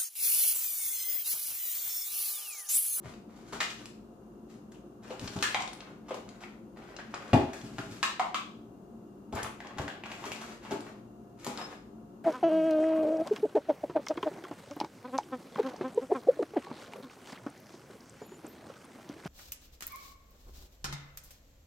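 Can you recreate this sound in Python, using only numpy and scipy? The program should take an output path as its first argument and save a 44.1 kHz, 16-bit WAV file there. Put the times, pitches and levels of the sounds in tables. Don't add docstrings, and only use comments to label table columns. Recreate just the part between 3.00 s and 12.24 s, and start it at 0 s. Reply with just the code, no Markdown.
import sys
import numpy as np
from scipy import signal
from scipy.fft import rfft, irfft, next_fast_len
from scipy.io import wavfile
from scipy.ndimage import uniform_filter1d

SR = 44100
rng = np.random.default_rng(int(sys.argv[2]) if len(sys.argv) > 2 else 0)


def generate_wav(sig):
    pcm = np.round(np.clip(np.atleast_2d(sig).T, -1, 1) * 32767).astype(np.int16)
    wavfile.write(sys.argv[1], SR, pcm)


N = 407484
SPAN = 2 ** 14

# (frequency [Hz], level [dB], t60 [s])
BOARD_MODES = [(91, -10, .2), (115, -1, .15), (142, 1, .08), (165, -1, .12), (209, 0, .11), (249, 2, .13),
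               (286, 1, .13), (313, -3, .08), (348, -6, .09), (400.7, -2, .21), (651, -4, .18),
               (715, -7, .1), (835, -7, .18), (884, -10, .18)]
# (frequency [Hz], level [dB])
CONTACT_SPECTRUM = [(100, -11), (600, -4.5), (1100, 2), (1500, -4.5), (3000, 0.5), (5800, -8.5), (7000, -8),
                    (8500, -12.5), (10500, -28.5), (12500, -23), (14500, -35.5)]


def amp(db):
    return 10 ** (np.asarray(db) / 20)


def add(track, s, sound):
    start = max(int(s * SR), 0)
    track[start:start + len(sound)] += sound[:max(len(track) - start, 0)]


def unit(x):
    return x / np.sqrt(np.sum(x ** 2))


def steady(x):
    return x / np.sqrt(np.mean(x ** 2))


def along(points, hz):
    f, value = np.transpose(points)
    return np.interp(np.log(np.maximum(hz, 1)), np.log(f), value)


def colour(x, points):
    size = 2 * next_fast_len(x.shape[-1] // 2 + SPAN // 8)
    gain = amp(along(points, np.fft.rfftfreq(size, 1 / SR)))
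    cepstrum = irfft(np.log(gain))
    cepstrum[1:size // 2] *= 2
    cepstrum[size // 2 + 1:] = 0
    response = np.exp(rfft(cepstrum))
    return irfft(rfft(x, size) * response)[..., :x.shape[-1]]


def diffuse(size, alike_hz=650):
    mid, side = rfft(rng.standard_normal((2, size)))
    likeness = .96 / (1 + (np.fft.rfftfreq(size, 1 / SR) / alike_hz) ** 4)
    mid = mid * np.sqrt(1 + likeness)
    side = side * np.sqrt(1 - likeness)
    return irfft(np.array([mid + side, mid - side]), size) / np.sqrt(2)


def ring(modes, scatter_db, polarity=-1):
    t = np.arange(SPAN) / SR
    out = np.zeros(SPAN)
    for k, (hz, db, t60) in enumerate(modes):
        strength = polarity ** k * amp(db + scatter_db * rng.standard_normal())
        out += strength * np.sin(2 * np.pi * hz * t) * np.exp(-np.log(1000) * t / t60)
    return unit(out)


def grains(size, rate, spread_db):
    strength = amp(spread_db * np.minimum(rng.exponential(size=size), 4))
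    happens = rng.random(size) < rate / SR
    return happens * strength * rng.choice([-1, 1], size)


def burst(length, rate=7000, spread_db=4):
    decay = np.exp(-np.arange(SPAN) / SR / max(length, 1 / SR))
    return grains(SPAN, rate, spread_db) * decay


def even(spray, length, count=2):
    fade = np.exp(-np.arange(SPAN) / SR / (6 * max(length, .001)))
    for _ in range(count):
        spray = irfft(np.exp(1j * np.angle(rfft(spray)))) * fade
    return spray


def effort(rows):
    attack_s, release_s = 0.031, 0.045
    out = np.zeros(N)
    for s, length, db in rows:
        t = np.arange(int(length * SR) + SPAN) / SR
        swell = np.minimum(t / attack_s, 1) ** 2
        let_go = np.exp(-np.maximum(t - length, 0) / release_s)
        add(out, s, amp(db) * swell * let_go)
    return out


def jerks(rate, depth_db):
    hold = int(SR / rate)
    steps = np.repeat(rng.standard_normal(N // hold + 1), hold)[:N]
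    force = uniform_filter1d(np.clip(steps, -2, 2), hold // 2)
    return steady(amp(depth_db * force))


def hum():
    # (frequency [Hz], level [dB], width at half amplitude [Hz])
    bands = [(118.1, -65.5, 3.7), (202, -60.5, 23), (223.1, -57.5, 13), (296, -62, 9.5), (353.4, -60.5, 22),
             (398, -65.5, 12), (527, -71, 4), (705, -68.5, 6), (2790, -84.5, 140), (6580, -87, 560)]
    hz = np.fft.rfftfreq(N, 1 / SR)
    lines = sum(amp(db) * unit(1 / (1 + (2 * (hz - f) / width) ** 2)) for f, db, width in bands)
    return irfft(rfft(diffuse(N)) * lines, N) * np.sqrt(len(hz))


def air(level_db=-54):
    # (frequency [Hz], level [dB])
    air_spectrum = [(25, -36), (50, -6), (80, -16.5), (125, -8.5), (220, -6), (330, -7.5), (500, -14),
                    (800, -19), (1300, -23.5), (2000, -41), (4000, -43.5), (14500, -47.5)]
    return amp(level_db) * steady(colour(diffuse(N), air_spectrum))


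def wash(build_s=0.00041):
    # (frequency [Hz], t60 [s])
    decays = [(200, 0.36), (600, 0.45), (1500, 0.39), (4000, 0.47), (10000, 0.33)]
    t, hz = np.arange(SPAN) / SR, np.fft.rfftfreq(SPAN, 1 / SR)
    noise, out = rfft(diffuse(SPAN)), 0
    for f, t60 in decays:
        share = along([(g, float(g == f)) for g, _ in decays], hz)
        envelope = np.exp(-np.log(1000) * t / t60) * (1 - np.exp(-t / build_s))
        out = out + irfft(noise * share) * unit(envelope)
    return out


def kitchen(direct, radiated, bounce_s=0.0057, bounce_db=-5, count=14):
    # (frequency [Hz], level [dB])
    wet = [(100, -10.5), (350, 2.5), (750, 2), (1300, 7), (2200, 6.5), (6000, 4), (14000, 5.5)]
    out = np.zeros((2, N))
    bounce = amp(bounce_db) * colour(direct, [(300, -13.0), (1200, -9.5)])
    for port, lag in zip(out, (2 / SR, 0)):
        add(port, lag, direct)
        add(port, bounce_s + 2 * lag, bounce)
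    send = colour(radiated, wet)
    for stretch in np.array_split(np.arange(N), count):
        for port, response in zip(out, wash()):
            add(port, stretch[0] / SR, signal.fftconvolve(send[stretch], response))
    return out


def shudder(rumble_db=-2):
    # (start [s], length [s], level [dB])
    drags = [(2.24, 0.17, -49), (4.55, 0.44, -52), (6.6, 0.82, -55)]
    slips = grains(N, rate=87, spread_db=7.0)
    shaken = signal.fftconvolve(slips, ring(BOARD_MODES, scatter_db=1.0))[:N]
    body = colour(shaken, [(90, -9.0), (290, -18.0), (400, -18), (800, -26)])
    rumble = colour(slips, [(30, -7.0), (70, -7.5), (300, 10.5), (600, -32.5), (2000, -60.0)])
    return effort(drags) * steady(steady(body) + amp(rumble_db) * steady(rumble))


def squeaks():
    # (time [s], level [dB], length [s], pitch [Hz])
    slips = [(8.607, -46, .024, 5180), (8.636, -45, .03, 5173)]
    out = np.zeros(N)
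    for s, db, length, hz in slips:
        t = np.arange(int(length * SR)) / SR
        swell = signal.windows.tukey(len(t), .5)
        add(out, s, amp(db) * swell * np.sin(2 * np.pi * hz * t))
    return out


def blows(rows, modes, contact_db, gain_db, lowest_hz):
    out = np.zeros(N)
    for s, db, treble_db, length in rows:
        chatter = even(burst(length, rate=12000, spread_db=0), length)
        contact = unit(colour(chatter, CONTACT_SPECTRUM))
        hit = ring(modes, scatter_db=1.5) + amp(contact_db) * contact
        hit = colour(hit, [(lowest_hz / 3, -14), (lowest_hz, 0), (1000, 0), (4600, treble_db)])
        add(out, s, amp(db + gain_db) * unit(hit))
    return out


def chunk_bumps():
    # (time [s], level before gain [dB], treble [dB], contact decay [s])
    bumps = [(2.104, -28, -11, 0.012), (3.107, -22.5, -16, 0.014), (3.14, -36.5, -18, 0.0058),
             (6.795, -27.5, -16, 0.0065), (7.262, -33.5, -6, 0.0062)]
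    # (frequency [Hz], level [dB], t60 [s])
    chunk_modes = [(382, 4, 0.07), (454, 5, 0.045), (516, 5, 0.09), (660, 1, 0.045), (953, -2, 0.014)]
    return blows(bumps, chunk_modes, contact_db=-1.5, gain_db=15.5, lowest_hz=330)


def handle_knocks():
    # (time [s], level before gain [dB], treble [dB], contact decay [s])
    knocks = [(2.546, -24, 1, 0.00087), (2.604, -29.5, 5, 0.0026), (5.196, -18.5, -3.5, 0.0022)]
    # (frequency [Hz], level [dB], t60 [s])
    handle_modes = [(733, -5.5, .085), (836, -5, .045), (945, -4, .026), (1055, -4, .036), (1170, -3, .012),
                    (2180, -12, .012)]
    return blows(knocks, handle_modes, contact_db=-13, gain_db=21, lowest_hz=720)


def ticks(contact_s=0.002, gain_db=13):
    # (time [s], level before gain [dB], treble [dB])
    taps = [(0.138, -43.5, -2), (0.857, -33.5, 16), (1.718, -55, 25), (2.195, -31.5, 15),
            (2.276, -30.5, -4), (2.279, -28.5, -6), (2.389, -32, -8), (2.426, -20.5, 18), (2.622, -28, 1),
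            (2.676, -30, 3), (2.732, -34.5, 20), (2.806, -34, -10), (3.29, -39, 13), (3.965, -33, -12),
            (4.143, -30, 4), (4.279, -44, -1), (4.615, -39.5, -4), (6.354, -34, 35), (6.431, -26.5, 30),
            (6.67, -38.5, -7), (7.36, -35, -11), (7.806, -39, 23), (8.446, -30, 31), (8.575, -29, 5)]
    # (frequency [Hz], level [dB])
    foil_spectrum = [(500, 7.5), (1500, 6), (3000, 8), (4500, 7), (7200, 4), (10500, -14.5), (13000, -32.5)]
    out = np.zeros(N)
    for s, db, treble_db in taps:
        tap = colour(burst(contact_s, rate=9600), foil_spectrum)
        tap = colour(tap, [(6000, 0.0095), (13000, treble_db)])
        add(out, s, amp(db + gain_db) * unit(tap))
    return out


def thumps(thud_db=-3, thud_s=0.02, gain_db=26):
    # (time [s], level before gain [dB], bass at 130 Hz [dB], middle [dB])
    pan_blows = [(0.048, -39.5, 9.5, -3), (0.528, -38, 0, 4.5), (2.219, -34.5, 8, -14), (2.358, -35, 7, 0),
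                 (4.3315, -11, 0.5, -6.5), (4.635, -35.5, -1.5, -10.5), (4.705, -43.5, 2, -11),
                 (4.787, -34, -1.5, -6), (4.859, -39, -3, -29), (4.913, -45, 1.5, -21),
                 (6.327, -32, 10.5, 4), (6.429, -41, 15, 5), (6.785, -31.5, 16, 10.5),
                 (7.712, -28.5, -8.5, -0.5), (8.465, -33.5, -6, 3.5)]
    thud_spectrum = [(40, -17.5), (82, 3), (100, -3.0), (122, 5.0), (160, 5.5),
                     (400, -5.5), (520, -8.0), (750, -3.0), (1150, -11.5), (4000, -55)]
    out = np.zeros(N)
    for s, db, bass_db, middle_db in pan_blows:
        thud = unit(colour(even(burst(thud_s), thud_s), thud_spectrum))
        hit = ring(BOARD_MODES, scatter_db=0.15) + amp(thud_db) * thud
        hit = colour(hit, [(60, 1.81 * bass_db), (130, bass_db), (270, 0), (700, middle_db)])
        add(out, s, amp(db + gain_db) * unit(hit))
    return out


def grinding():
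    # (start [s], length [s], crumb level [dB], foil level [dB])
    pushes = [(0.01, 0.081, -60, -63), (0.265, 0.43, -67.5, -72), (0.454, 0.42, -70, -66.5),
              (1.458, 0.072, -81, -73), (1.7, 0.029, -80, -77), (2.012, 0.081, -54.5, -62),
              (2.187, 0.32, -57.5, -56), (2.53, 0.36, -60, -75), (3.039, 0.48, -65.5, -75),
              (3.742, 0.32, -59, -72), (4.08, 0.38, -53, -66), (4.502, 0.38, -63.5, -62.5),
              (4.867, 0.099, -60, -58.5), (6.31, 0.063, -43.5, -60), (6.588, 0.36, -55.5, -74),
              (7.02, 0.47, -55, -62.5), (7.42, 0.024, -76, -63), (7.603, 0.25, -53, -62.5),
              (8.36, 0.073, -74, -64), (8.408, 0.13, -54, -61), (8.557, 0.16, -55, -63)]
    # (frequency [Hz], level [dB])
    crumb_spectrum = [(100, -33), (450, 15.5), (1200, 10.5), (2800, 0), (5000, -11.5), (14000, -53)]
    scratch_spectrum = [(1500, 0.5), (4000, -1.5), (7000, -2), (10500, -12.5), (13000, -15), (15000, -29.5)]
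    crumbs = steady(colour(grains(N, rate=420, spread_db=3.0), crumb_spectrum))
    foil = steady(colour(grains(N, rate=940, spread_db=4.0), scratch_spectrum))
    crushing = effort([(s, length, db) for s, length, db, _ in pushes])
    scratching = effort([(s, length, db) for s, length, _, db in pushes])
    return (crushing * crumbs + scratching * foil) * jerks(rate=45, depth_db=3.5)


def clacks(gain_db=17.5, chatter_db=0.5):
    # (time [s], level before gain [dB], treble [dB], contact decay [s], blade ring [dB])
    snaps = [(0.604, -21, 6, 0.0068, 4), (0.618, -37, 3, 0.0016, 2), (0.703, -37, 19, 0.0048, 2),
             (2.4255, -19.5, 13.5, 0.0043, 8.5), (2.43, -28.5, -3.5, 0.0034, 0),
             (2.44, -23.5, 3, 0.0075, 15.5), (5.029, -19, 3, 0.0022, -2.5), (5.033, -22.5, 1.5, 0.0033, 4),
             (5.345, -22.5, -5.5, 0.0013, -10), (5.349, -32, 0, 0.0035, -12)]
    # (frequency [Hz], level [dB], t60 [s])
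    steel_modes = [(1090, -3, .012), (1270, 0, .013), (1730, 2, .016), (2070, -2, .012), (2434, -9, .06),
                   (2896, -2, .017), (3130, -4, .013), (3500, -2, .007), (3926, -24, .12), (4350, -4, .008),
                   (6900, -1, .004)]
    out = np.zeros(N)
    for s, db, treble_db, length, blade_db in snaps:
        push, chatter = (even(burst(length, rate=12000, spread_db=1), length) for _ in range(2))
        jaws = ring(steel_modes, scatter_db=3, polarity=0.75)
        steel = unit(signal.fftconvolve(push, jaws)[:SPAN])
        blade = colour(steel, [(720, -9), (1200, 0), (1730, blade_db), (2700, 0)])
        hit = blade + amp(chatter_db) * unit(colour(chatter, CONTACT_SPECTRUM))
        hit = colour(hit, [(250, -6.5), (1000, 4.5), (4600, treble_db)])
        add(out, s, amp(db + gain_db) * unit(hit))
    return out


def cracks(snap_db=-3, brittle_s=0.0047, ring_db=11.5, body_db=4, gain_db=20):
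    # (time [s], level before gain [dB], treble [dB], splinter decay [s], chunk ring [Hz])
    breaks = [(0.525, -32, -4.5, 0.016, 1350), (0.607, -28, -32, 0.0073, 1700),
              (1.72, -54.5, 3, .002, 1490), (1.744, -56, -6, 0.0078, 2780), (2.098, -38.5, -7, 0.031, 800),
              (2.364, -38.5, -2, 0.0028, 1300), (2.545, -23, -12, 0.0002, 2140),
              (2.547, -24.5, -19, .0003, 3680), (3.083, -39.5, -8, 0.015, 1160),
              (3.143, -37, -3, 0.0025, 950), (3.406, -41.5, -6, 0.019, 1350),
              (3.436, -40, -18, 0.0018, 2140), (3.988, -36.5, -20, 0.0076, 1610),
              (4.139, -31, -34, 0.0029, 1230), (4.332, -19.5, -13, 0.0052, 680),
              (4.333, -29, -15, 0.0012, 2400), (4.533, -39, -1.5, 0.0022, 1810),
              (4.784, -31, -12, 0.0018, 1480), (6.326, -40.5, -4, 0.0065, 1060),
              (6.35, -50.5, 12, 0.0017, 1420), (6.368, -38.5, -17, 0.003, 1170),
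              (6.429, -42, 6.5, 0.0016, 2200), (6.446, -32.5, -24, 0.0053, 1160),
              (6.462, -35.5, -17, 0.002, 1250), (6.603, -38.5, -13, 0.0015, 1820),
              (6.774, -46, -7, 0.0032, 1400), (6.784, -30.5, -9, 0.0034, 1380),
              (6.816, -43, -1, 0.0022, 1700), (6.879, -31, -12.5, 0.0028, 1630),
              (6.902, -40.5, -14, 0.0038, 3130), (7.037, -36, -17, 0.0022, 2480),
              (7.057, -36, -13, 0.0056, 1380), (7.116, -35, -7, 0.003, 2450),
              (7.24, -33.5, -16, 0.0031, 1060), (7.252, -38, 1.5, 0.012, 1320),
              (7.318, -32, -1.5, 0.0063, 2560), (7.413, -37.5, -3, 0.0083, 1230),
              (7.65, -40, -14, 0.007, 1090), (7.709, -31, -5.5, 0.011, 690), (8.466, -32, 1.5, 0.0041, 960),
              (8.575, -36, -22, 0.011, 1220), (8.614, -37, -19, 0.0037, 1340)]
    # (frequency [Hz], level [dB])
    fibre_spectrum = [(80, -29), (350, -17.5), (750, 3.5), (1300, -5), (2500, -4), (4000, -5), (5500, -5),
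                      (7200, -4), (10500, -16), (13000, -17.5), (15000, -40)]
    out, t = np.zeros(N), np.arange(SPAN) / SR
    for s, db, treble_db, length, hz in breaks:
        snap = amp(snap_db) * brittle_s / max(length, brittle_s) * unit(burst(.0009, rate=11000))
        splinters = unit(burst(length, rate=1500, spread_db=2.5) * np.sqrt(t))
        fibres = colour(even(snap + splinters, length), fibre_spectrum)
        chunk = [(hz / 1.45, 0), (hz, ring_db), (hz * 1.45, 0)]
        crack = unit(colour(fibres, chunk))
        crack = colour(crack, [(650, body_db), (1400, 0.019), (3000, 0), (7000, treble_db)])
        add(out, s, amp(db + gain_db) * crack)
    return out


def scene(pivot_room_db=-11, pan_room_db=-6, crack_room_db=-2.5):
    work = clacks() + handle_knocks() + chunk_bumps() + thumps() + grinding() + shudder()
    in_pan, breaks, pivot = ticks(), cracks(), squeaks()
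    direct = work + in_pan + breaks + pivot
    radiated = work + amp(pan_room_db) * in_pan
    radiated = radiated + amp(crack_room_db) * breaks + amp(pivot_room_db) * pivot
    return kitchen(direct, radiated) + hum() + air()


def record(dry):
    # (frequency [Hz], left minus right [dB])
    port_tilt = [(100, 2.5), (900, 1.7), (2000, 2), (4200, 3.5), (7500, 6.5), (12000, -5.5)]
    top_hz = 15000
    ports = np.array([colour(x, [(hz, sign * db / 2) for hz, db in port_tilt])
                      for x, sign in zip(dry, (1, -1))])
    steep_cut = signal.ellip(8, .2, 70, top_hz, fs=SR, output="sos")
    return signal.sosfilt(steep_cut, ports)


dry = scene()
out = record(dry)
generate_wav(out)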